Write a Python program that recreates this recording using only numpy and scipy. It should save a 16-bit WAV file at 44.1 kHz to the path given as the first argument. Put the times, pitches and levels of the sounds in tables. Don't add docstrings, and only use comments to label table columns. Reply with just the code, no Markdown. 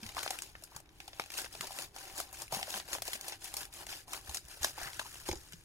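import sys
import numpy as np
from scipy import signal
from scipy.fft import rfft, irfft
from scipy.io import wavfile
from scipy.ndimage import uniform_filter1d

SR = 44100
rng = np.random.default_rng(int(sys.argv[2]) if len(sys.argv) > 2 else 0)


def to_wav(sig):
    pcm = np.clip(np.atleast_2d(sig), -1, 1) * 32767
    pcm = np.round(pcm).astype(np.int16)
    wavfile.write(sys.argv[1], SR, pcm.T)


def magnitude_from_level(level_db):
    exponent = np.asarray(level_db, float) / 20
    return 10 ** exponent


N = 248724

# pitch in Hz, level in dB per Hz.
ROOM_SPECTRUM = [(15, -35), (25, 5), (53, -7), (72, -5), (145, -11), (236, -24.5), (309, -13.5),
                 (451, -20.5), (591, -29), (641, -23.5), (1290, -34), (1400, -25), (16000, -58)]
ROOM_DB = -61.5
# pitch in Hz, likeness from 0 to 1.
LIKENESS = [(60, 0.91), (180, 0.82), (550, 0.68), (1650, 0.08), (4970, 0.24), (15000, 0.38)]
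# pitch in Hz, difference in dB.
LEFT_RIGHT = [(60, -34), (180, -1.5), (550, 4), (1650, 4), (4970, 1.5), (15000, 6.5)]

# start in seconds, peak in dB, pitch in Hz, 60 dB decay in seconds.
BUMPS = [(0.028, -54, 217.5, 0.1), (0.057, -52.5, 92.5, 0.085), (0.086, -55, 45.8, 0.051),
         (0.147, -63, 75.4, 0.12), (0.758, -58, 140, 0.065), (1.197, -58, 189, 0.032),
         (1.601, -57, 158, 0.069), (2.138, -59, 117, 0.036), (2.528, -51, 136, 0.07),
         (2.568, -49.5, 193, 0.042), (2.748, -62.5, 203, 0.19), (3.15, -62, 220, 0.032),
         (4.289, -50.5, 70, 0.14), (4.447, -58, 50, 0.14), (4.611, -52.5, 72, 0.15),
         (4.824, -56.5, 47, 0.14), (4.86, -57, 125, 0.059), (4.976, -62, 108, 0.11),
         (5.298, -46, 70, 0.044), (5.313, -41.5, 70, 0.044), (5.36, -51, 62, 0.1),
         (5.538, -57.5, 168, 0.08)]
# start in seconds, peak in dB.
KNOCKS = [
    (5.289, -24.5),
    (5.297, -49),
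    (5.317, -37.5),
    (5.331, -30),
    (5.359, -47),
]
# pitch in Hz, level in dB, 60 dB decay in seconds.
WOOD_RINGS = [(386, -2, 0.055), (500, -5.5, 0.033), (861, 0.5, 0.016), (2180, -32, 0.024)]

# pitch in Hz, level in dB, 60 dB decay in seconds.
STEEL_RINGS = [(1632, 3.5, 0.014), (3940, -6, .02), (5010, -1.5, 0.027), (5700, -5.5, .03),
               (6710, -4.5, 0.026), (8700, -17, 0.009)]
# start in seconds, peak in dB, extra dB of the lowest ring.
CLINKS = [(4.6305, -29, -12), (4.6443, -22.5, -1.5), (4.6462, -28.5, 0), (4.3712, -31.5, -12),
          (4.9945, -43.5, 17), (5.289, -35.5, -5), (5.3138, -37, -17), (5.3275, -35, -24),
          (5.3562, -44, -22), (5.372, -46, -20), (5.533, -42, -31)]

# pitch in Hz, level in dB per Hz.
FILM_SPECTRUM = [(880, -26.5), (1500, -2), (2220, 2.5), (2470, 3.5), (3250, 1), (5210, 1), (7630, -2),
                 (9100, 1), (13000, -4), (15600, -10.5)]
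# pitch in Hz, width in Hz, level in dB.
BLADE_RINGS = [(2260, 470, -18), (5180, 310, -1), (6790, 560, 2), (8300, 200, -18), (10760, 130, 0)]
# pitch in Hz, width in Hz, level in dB.
POUCH_BOOMS = [(370, 75, -9.5), (610, 91, -13.5), (777.6, 46, -2.5), (940, 290, -10.5)]
# pitch in Hz, width in Hz.
BLADE_RUB = (1544, 1140)

# peak in seconds, rise in seconds, fall in seconds, rustle in dB, pouch boom in dB against it.
SLICES = [(1.391, 0.095, 0.12, -46, -10), (1.808, 0.15, 0.089, -49.5, -7), (2.19, 0.073, 0.089, -48, -6.5),
          (2.341, 0.011, 0.22, -55, -17), (2.419, 0.13, 0.056, -52.5, -3), (2.542, 0.043, 0.16, -46, -3.5),
          (2.768, 0.14, 0.078, -46.5, -6), (3.072, 0.036, 0.053, -47.5, -13),
          (3.15, 0.14, 0.042, -49.5, -12.5), (3.451, 0.069, .2, -52.5, -11),
          (3.591, 0.08, 0.11, -51.5, -4.5), (3.809, 0.11, 0.062, -53, -0.5), (4.149, 0.088, 0.094, -51, -4),
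          (4.358, 0.18, 0.033, -53, -8.5), (4.64, 0.041, 0.11, -44, -8.5)]
PUSHES = [(1.539, 0.049, 0.41, -56, -11.5), (1.64, 0.05, 0.086, -52, 0.5), (1.72, 0.028, 0.087, -51.5, -10),
          (1.972, 0.04, 0.53, -55, -4.5), (2.7, 0.084, 0.12, -50, -5.5), (2.943, 0.12, 0.086, -48.5, -7.5),
          (3.298, 0.18, 0.096, -52, -5.5), (3.751, 0.043, .12, -56, -17),
          (3.911, 0.057, 0.15, -49.5, -16.5), (4.52, 0.097, 0.23, -57, -12)]
GRIPS = [(.05, 0.089, 0.27, -58, -8.5), (0.183, 0.059, 0.23, -48.5, -2), (.43, 0.031, 0.12, -56.5, -14),
         (.64, 0.53, 0.14, -68.5, 3), (.78, 0.13, 0.037, -63.5, 5), (1.06, 0.17, 0.56, -66.5, -14),
         (1.21, 0.12, 0.18, -60.5, -1.5), (4.799, 0.076, 0.26, -51, -0.5), (4.868, 0.15, 0.075, -52, 12.5),
         (0.332, 0.053, 0.11, -52, 1)]
SLIDES = [
    (4.93, 0.072, 0.93, -56, -25),
    (5.2, 1, 0.073, -57, -16),
    (5.279, 0.046, 0.11, -50.5, -7),
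    (5.358, 0.093, 0.11, -60, -22),
    (5.53, 0.029, 0.054, -71, -17.5),
]
BRIGHT_DB = [0.047, -1.5, -2.6, -1.5, -0.61]
RUB_DB = [-4.5, -3, -42, -2]
BOOM_DB = [-8, 3.5]
REST_DB = -81
RISE_BULGE, FALL_BULGE = 0.85, 0.92

# start in seconds, peak in dB, ring in dB against the snap, brightness in dB.
CUSHION_SNAPS = [(.262, -29.5, -7.5, -10), (0.3051, -27, -10, 0), (.4209, -39, -16, 8),
                 (1.002, -32.5, -24, -13), (1.0784, -31.5, -19, -8.5), (1.1963, -25, -7.5, -9),
                 (1.237, -43.5, -21, -24), (1.3787, -26, -26, 0), (1.4444, -31.5, -16.5, -23),
                 (1.6707, -30.5, -23, -2), (1.706, -46, 1, -20.5), (1.8192, -34.5, -20, -1),
                 (1.9627, -35, -13, -3), (2.1786, -52, -19, 22), (2.2006, -30, -8, 2), (2.328, -47, -3, 13),
                 (2.4192, -36.5, -10, 7.5), (2.5235, -34.5, 0.5, 5.5), (2.5453, -27.5, -18, -1.5),
                 (2.6279, -24.5, -14.5, -8), (2.7734, -41, -9, -6), (3.2103, -47, -28, 11.5),
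                 (3.281, -26.5, -15.5, -2.5), (3.3216, -25, -23.5, -28), (3.8666, -34.5, -18.5, -4),
                 (3.9267, -27.5, -23.5, -22), (4.0796, -50.5, -3, 6), (4.2937, -34, -15, -3),
                 (4.7789, -40, -3, -14), (4.8135, -40, -7.5, -8)]
LONG_SNAPS = [(.623, -45.5, -12.5, 0), (0.8017, -51, -15, 3), (1.131, -36, -24, -28),
              (1.2185, -35, -29, -12), (1.551, -36.5, -12, -20), (1.7874, -24, -23, -5.5),
              (2.8855, -47.5, -6, 7), (2.9307, -26.5, -19, -1), (2.95, -31, -3, -2),
              (3.02, -27.5, -17.5, 0), (3.0787, -27, -19, -3.5), (3.1533, -39.5, -10.5, -17),
              (2.679, -41.5, -3.5, -8), (4.6448, -33.5, -6.5, 7), (5.2875, -27, -25, -7),
              (5.3132, -29, -21, -13)]
MIDDLE_SNAPS = [(0.0643, -32, -25, -10), (.0907, -31.5, -23, -10), (0.1465, -46, -8, -13),
                (.167, -34, -3, -6), (.187, -25, -32, -19), (.216, -40, -18, -28), (.637, -52.5, -30, 17),
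                (.7183, -60, 1, -13), (.7457, -57, -3, -13), (0.7632, -42, -3.5, 6), (1.3392, -31, -27, -8),
                (2.1506, -49, -21, -27), (3.5398, -36, -16, 6), (3.5676, -32, -15.5, 8.5),
                (3.738, -51.5, -22, 12.5), (4.133, -26.5, -14.5, -7), (.277, -27.5, -37, -25),
                (4.994, -29, -11, -3.5), (5.014, -40.5, -2.5, -3), (5.0575, -45, -6, -10),
                (4.4832, -55, -24, 15)]
SHORT_SNAPS = [(0.0309, -34, -18, -6), (0.2297, -28, -18, -1), (0.388, -32, -18, -2),
               (0.5524, -50.5, 2.5, -20), (1.302, -33.5, -25, -5.5), (1.318, -33.5, -27, -5),
               (1.5273, -43.5, -24, 4), (1.6089, -31, -10.5, 2), (2.7027, -43, -19, 11),
               (2.7402, -28, -12.5, -7), (2.799, -27.5, -17, -22), (3.053, -44, -6, 5),
               (3.1317, -26, -14.5, 0), (3.4423, -39.5, -13, 8), (3.607, -31, -21, -3),
               (3.727, -49, -12, 6), (3.893, -32, -21, -9), (4.2722, -50, -3, -8), (4.345, -32, -15, 7),
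               (4.37, -34, -13.5, 1.5), (4.631, -30, -12, 3), (4.8313, -38.5, -6, 5.5),
               (5.523, -40, -24, -3)]
TIGHT_SNAPS = [(.858, -50, -25, -27), (0.891, -46, -21, -22), (1.26, -45, -25, 0.5), (1.46, -38, -9, -17),
               (2.4797, -38.5, -25, -8), (3.631, -36.5, -10.5, 1), (3.653, -44, -4.5, 6),
               (4.4514, -58, -28, 9.5), (4.6455, -30, -26, 6), (4.6464, -25, -14, 2),
               (4.932, -33, -23, -12), (5.143, -45.5, -3, 7), (5.329, -48, -15, -14), (5.533, -40, -25, -9)]
SLACK_SNAPS = [(.0405, -41, -20, -9), (.099, -42.5, -8, -15), (.12, -41, -22, -8),
               (.1805, -33.5, -0.5, -12), (2.591, -41, -1, -10), (2.615, -40, -8, -14),
               (2.944, -32, -14, 0), (2.984, -41, -7.5, -12), (5.049, -45.5, -7.5, -10)]
# pitch in Hz, 60 dB decay in seconds.
FOLD_RINGS = [
    (772, 0.11),
    (598, 0.095),
    (955, 0.13),
    (1570, 0.13),
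    (1580, 0.037),
    (860, 0.047),
]
# time of the peak in seconds, peak in dB, pitch in Hz.
EARLY_POPS = [(0.0393, -30, 3000), (0.0646, -27, 4140), (0.0908, -25.5, 3780), (0.1482, -26, 4000),
              (0.168, -21.5, 1600), (0.1923, -16, 3600), (0.2326, -19.5, 2700), (0.2631, -21, 1300),
              (0.2775, -16.5, 2230), (0.3073, -14, 4700), (0.3201, -26, 4800), (0.3887, -19, 6030),
              (0.4212, -15, 7800), (0.4343, -26, 5900), (0.5529, -30, 1670), (0.6383, -28, 8400),
              (0.7636, -23, 7300), (0.8031, -32.5, 6400), (1.0037, -28, 3500), (1.08, -28, 4400),
              (1.132, -31, 2920), (1.1977, -13.5, 1940), (1.2192, -28, 2700), (1.2391, -27.5, 3900),
              (1.2612, -30, 7100), (1.3037, -25, 3680), (1.3193, -31, 5600), (1.3534, -27, 4300),
              (1.387, -17, 3800), (1.4174, -23, 5600), (1.4451, -23, 2400), (1.5396, -29, 3400),
              (1.553, -27, 3800), (1.6094, -18, 3000), (1.6442, -25, 3400), (1.67, -27, 6900),
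              (1.7294, -24, 6800), (1.7877, -17, 4400), (1.8235, -19.5, 5700), (1.8463, -28, 3700),
              (1.9637, -26, 3800), (1.9849, -26, 5600), (1.989, -26, 6900), (2.0789, -31.5, 6300),
              (2.1569, -31, 8000), (2.1665, -27, 7130), (2.1835, -23, 7100), (2.1866, -23, 8200),
              (2.2023, -18, 3600), (2.3296, -33, 8500), (2.4032, -35, 5250), (2.4223, -25, 4570),
              (2.5475, -15, 5100)]
LATE_POPS = [(2.6136, -28, 2300), (2.6295, -13, 3180), (2.7023, -24, 4700), (2.7178, -25, 5800),
             (2.7414, -16, 3430), (2.801, -23, 3000), (2.9309, -16.5, 4400), (2.9504, -21, 2800),
             (2.9839, -27.5, 2000), (3.0214, -15, 6000), (3.0539, -24, 7200), (3.0789, -18, 6000),
             (3.1068, -26, 5900), (3.1331, -16.5, 4470), (3.1551, -25, 2590), (3.2117, -18.5, 7500),
             (3.2829, -25, 5200), (3.2971, -27, 5000), (3.3222, -21, 3100), (3.3289, -25, 3200),
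             (3.4443, -36, 6300), (3.4792, -28, 6700), (3.5405, -14.5, 8700), (3.5694, -20, 9000),
             (3.632, -32, 4100), (3.6524, -30, 4500), (3.7395, -27, 7000), (3.7553, -34, 6000),
             (3.7628, -29, 5400), (3.8677, -23, 6400), (3.8913, -25, 3300), (3.9527, -26.5, 3200),
             (4.1193, -28, 5500), (4.1334, -16.5, 7600), (4.297, -25, 4600), (4.3131, -25, 5800),
             (4.3475, -16.5, 6600), (4.3713, -15.5, 5540), (4.4517, -34, 5800), (4.4846, -37, 6800),
             (4.6312, -21, 5500), (4.6466, -9, 3870), (4.6984, -26, 5260), (4.7909, -28, 2600),
             (4.8152, -24, 4100), (4.9322, -30, 4400), (4.9947, -26, 1720), (4.9987, -17.5, 3400),
             (5.1405, -30, 4400), (5.1567, -31.5, 2390), (5.2663, -30, 3400), (5.288, -17, 5700),
             (5.3142, -21, 4370), (5.328, -25, 5500), (5.3556, -27, 5800), (5.5235, -31, 3700),
             (5.5334, -26, 5800)]


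def evened(x):
    return x / np.sqrt(np.mean(x ** 2) + 1e-20)


def read(points, hz):
    f, value = np.transpose(points)
    return np.interp(np.log(hz + 1), np.log(f + 1), value)


def add(mix, s, sound):
    part = mix[max(round(s * SR), 0):][:len(sound)]
    part += sound[:len(part)]


def resonate(x, hz, width):
    r = np.exp(-np.pi * width / SR)
    return 2 * signal.lfilter([1 - r], [1, -r * np.exp(2j * np.pi * hz / SR)], x).real


def coloured(x, db):
    both_sides = np.r_[db, db[-2:0:-1]]
    log_gain = np.log(magnitude_from_level(np.maximum(both_sides, -100)))
    taps = np.fft.ifft(np.exp(np.conj(signal.hilbert(log_gain)))).real
    return signal.oaconvolve(x, taps[:1024])[:len(x)]


def split(x, hz):
    low = signal.butter(3, hz, fs=SR, output="sos")
    high = signal.butter(3, hz, "high", fs=SR, output="sos")
    return signal.sosfilt(low, x), signal.sosfilt(high, x)


def room_tone():
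    frames, hz = N // 512 + 5, np.fft.rfftfreq(2048, 1 / SR)
    a, b, c, d, patches = rng.standard_normal((frames, 1025, 5)).T
    patches = uniform_filter1d(patches, 20, 0)
    patches = evened(uniform_filter1d(patches, 8, 1))
    same = read(LIKENESS, hz)[:, None]
    left = a + 1j * b
    right = same * left + np.sqrt(1 - same ** 2) * (c + 1j * d)
    spectrum = np.array([left, right]) * magnitude_from_level(read(ROOM_SPECTRUM, hz)[:, None] + 1.3 * patches)
    murmur = signal.istft(spectrum, nperseg=2048, noverlap=1536)[1][:, :N]
    return magnitude_from_level(ROOM_DB) * evened(murmur)


def reflections(x, t60, start_s):
    t = np.arange(round(t60 * SR)) / SR
    signs = rng.choice([-1., 1.], (2, len(t)))
    taps = signs * (rng.random((2, len(t))) < 5000 / SR) * (t > start_s)
    low, high = split(taps, 2060)
    taps = 0.5 * low * magnitude_from_level(-60 * t / (1.12 * t60)) + high * magnitude_from_level(-60 * t / t60)
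    return signal.oaconvolve(x[None], taps / np.linalg.norm(taps[0]), axes=1)[:, :N]


def table():
    t, out = np.arange(9000) / SR, np.zeros(N)
    soft_start = 1 - np.exp(-t / 0.00067)
    for s, db, hz, t60 in BUMPS:
        add(out, s, magnitude_from_level(db + 12.0 - 60 * t / t60) * soft_start * np.sin(2 * np.pi * hz * t))
    rise = 1 - np.exp(-t / 0.0009)
    detune = rng.uniform(0.9, 1.04, (len(KNOCKS), len(WOOD_RINGS)))
    for (s, db), shifts in zip(KNOCKS, detune):
        for (hz, ring_db, t60), shift in zip(WOOD_RINGS, shifts):
            wave = np.sin(2 * np.pi * hz * shift * t)
            add(out, s, magnitude_from_level(db + ring_db - 60 * t / t60) * rise * wave)
    return out


def clinks():
    t, out = np.arange(3000) / SR, np.zeros(N)
    rise = np.minimum(t / 0.00039, 1)
    for s, db, low_db in CLINKS:
        for hz, ring_db, t60 in STEEL_RINGS:
            level_db = db + ring_db + low_db * (hz < 2500) - 60 * t / t60
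            add(out, s, magnitude_from_level(level_db) * rise * np.sin(2 * np.pi * hz * t))
    return out


def strokes(power=0.56):
    t = np.arange(0, N + 64, 32) / SR
    rows = [(*r, RUB_DB[0], BRIGHT_DB[0]) for r in SLICES]
    rows += [(*r, RUB_DB[1], BRIGHT_DB[1]) for r in PUSHES]
    rows += [(*r[:4], BOOM_DB[0], r[4], BRIGHT_DB[2]) for r in GRIPS]
    rows += [(*r, RUB_DB[3], BRIGHT_DB[4]) for r in SLIDES]
    s, rise, fall, db, *colours = np.transpose(rows)[:, :, None]
    swell = (1 + (t - s) / rise).clip(0) ** RISE_BULGE
    sink = (1 - (t - s) / fall).clip(0) ** FALL_BULGE
    rest = magnitude_from_level(power * REST_DB)
    gains = (rest + np.minimum(swell, sink) * (magnitude_from_level(power * db) - rest)) ** (1 / power)
    share, still = (gains - magnitude_from_level(REST_DB)) ** 2, magnitude_from_level(REST_DB) ** 2
    at_rest = BOOM_DB[1], RUB_DB[2], BRIGHT_DB[3]
    mixed = [((share * c).sum(0) + still * r) / (share.sum(0) + still) for c, r in zip(colours, at_rest)]
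    return [gains.max(0), *mixed], t


def stroke(column):
    rows, t = strokes()
    return np.interp(np.arange(N) / SR, t, rows[column - 1])


def effort():
    return stroke(column=1)


def film(x, ring_db=-2):
    x = coloured(x, read(FILM_SPECTRUM, np.fft.rfftfreq(2048, 1 / SR)))
    rings = sum(magnitude_from_level(db) * resonate(x, hz, width) for hz, width, db in BLADE_RINGS)
    return x + magnitude_from_level(ring_db) * rings


def pops(rise_cycles=0.26, fall_cycles=0.33):
    t, out = np.arange(-64, 192) / SR, np.zeros(N)
    for s, db, hz in list(EARLY_POPS) + list(LATE_POPS):
        turns = hz * t
        before = np.exp(-(turns / rise_cycles) ** 2)
        after = np.exp(-abs(turns) / fall_cycles)
        shape = np.where(t < 0, before, after)
        add(out, s + t[0], -magnitude_from_level(db) * shape * np.cos(2 * np.pi * turns))
    return out


def ticks(per_s, spread_db, count):
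    size = magnitude_from_level(spread_db * np.minimum(rng.exponential(1, N), 4)) * (rng.random(N) < per_s / SR)
    kind, t, out = rng.integers(0, count, N), np.arange(300) / SR, np.zeros(N)
    for k, hz in enumerate(np.geomspace(750, 13000, count)):
        grain = np.sin(2 * np.pi * hz * t) * np.exp(-t * (1.3 * hz + 500))
        out += signal.oaconvolve(size * (kind == k), evened(grain) * (hz / 4000) ** 0.04)[:N]
    return effort() * evened(out)


def snaps():
    t = np.arange(3000) / SR
    dull, bright, boom = np.zeros((3, N))
    tables = CUSHION_SNAPS, LONG_SNAPS, MIDDLE_SNAPS, SHORT_SNAPS, TIGHT_SNAPS, SLACK_SNAPS
    flips = [(*row, *fold) for rows, fold in zip(tables, FOLD_RINGS) for row in rows]
    chance = rng.standard_normal((len(flips), 2, len(t)))
    for (s, db, boom_db, bright_db, hz, t60), (noise, lumps) in zip(flips, chance):
        shape = np.minimum(t / 0.0001, 1) * magnitude_from_level(-60 * t / t60)
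        lumpy = magnitude_from_level(4 * evened(uniform_filter1d(lumps, 24)))
        burst = noise * shape * (lumpy + 3.5 * magnitude_from_level(-60 * t / 0.015))
        burst = burst / np.sqrt(abs(uniform_filter1d(burst ** 2, 60)).max())
        add(dull, s, magnitude_from_level(db) * burst)
        add(bright, s, magnitude_from_level(db + bright_db) * burst)
        push = burst * magnitude_from_level(-60 * t / 0.13)
        ring = resonate(resonate(push, hz, 0.3 * hz), hz, 1.8 * hz)
        add(boom, s, magnitude_from_level(db + boom_db) * ring / abs(ring).max())
    low, high = (np.std(part) for part in split(film(rng.standard_normal(N)), 8000))
    body = split(film(dull), 4700)[0]
    top = split(film(bright), 4700)[1]
    return magnitude_from_level(-6.5) * body / low + magnitude_from_level(-8.5) * top / high + magnitude_from_level(8.5) * boom


def crackle(per_s, spread_db, t60):
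    size = magnitude_from_level(spread_db * np.minimum(rng.exponential(1, N), 3)) * (rng.random(N) < per_s / SR)
    fall = magnitude_from_level(-60 / t60 / SR)
    return evened(np.sqrt(signal.lfilter([1], [1, -fall ** 2], size ** 2)))


def rustle(bursts):
    creases = bursts * rng.standard_normal(N)
    dull, bright = split(film(creases), 5840)
    hiss = evened(dull) + magnitude_from_level(stroke(column=4) + 1.0) * evened(bright)
    rub = evened(resonate(resonate(creases, *BLADE_RUB), *BLADE_RUB))
    boom = evened(sum(magnitude_from_level(db) * resonate(creases, hz, width) for hz, width, db in POUCH_BOOMS))
    return effort() * (hiss + magnitude_from_level(stroke(column=2) + 3.5) * boom + magnitude_from_level(stroke(column=3) - 0.5) * rub)


def spots(x, lag=5.06, lag_spread=2.4, fade_hz=5500, near_db=0.5):
    hop, size = 192, 1024
    starts = np.arange(0, N + hop, hop)
    padded = np.r_[np.zeros(hop), x, np.zeros(2 * hop)]
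    window = np.sin(np.pi * np.arange(2 * hop) / (2 * hop))
    pieces = padded[starts[:, None] + np.arange(2 * hop)] * window
    hz, t = np.fft.rfftfreq(size, 1 / SR), np.arange(3 * hop) / SR
    taps = rng.standard_normal((len(starts), 2, len(t))) * (rng.random((len(starts), 2, len(t))) < 0.3)
    taps = taps * magnitude_from_level(-60 * t / 0.013) * (t > 0.0002)
    taps = taps / np.linalg.norm(taps, axis=2, keepdims=True)
    near = rfft(taps, size) * hz / np.hypot(hz, 1300)
    lags = lag + lag_spread * rng.standard_normal((len(starts), 1))
    late = np.exp(-2j * np.pi * hz * lags / SR * (hz < fade_hz))
    late = late * np.exp(-2j * np.pi * (hz - 7800).clip(0) * 0.66 * (lags - lag) / SR)
    paths = np.stack([late, np.ones_like(late)], axis=1) + magnitude_from_level(near_db) * near
    side = magnitude_from_level(read(LEFT_RIGHT, hz) / 2)
    heard = irfft(rfft(pieces, size)[:, None] * paths * np.array([side, 1 / side]), size)
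    out = np.zeros((N + 3 * size, 2))
    for start, piece in zip(starts, heard):
        add(out, start / SR, piece.T)
    return out[hop:hop + N].T


def scene():
    bursts = 1.4 + crackle(450, 3.8, 0.014)
    plastic = magnitude_from_level(2.0) * rustle(bursts) + magnitude_from_level(-6.0) * ticks(420, 3.6, count=10) + snaps()
    plastic = plastic + magnitude_from_level(-2.5) * pops() + clinks()
    plastic = split(plastic, 230)[1]
    wood = table()
    far = magnitude_from_level(-15) * reflections(plastic, 0.15, 0.006)
    far = far + magnitude_from_level(-3) * split(reflections(wood, 0.2, 0.0016), 110)[1]
    wood_sides = wood * magnitude_from_level([[-0.6], [0.6]])
    return magnitude_from_level(-3.5) * spots(plastic) + far + wood_sides + room_tone()


def band_limit(x):
    return signal.sosfilt(signal.butter(12, 16990, fs=SR, output="sos"), x)


def record(dry):
    edge = signal.firwin(511, 15900, window=("kaiser", 7), fs=SR)
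    mix = signal.oaconvolve(dry, edge[None], "same")
    return band_limit(mix)


dry = scene()
out = record(dry)
to_wav(out)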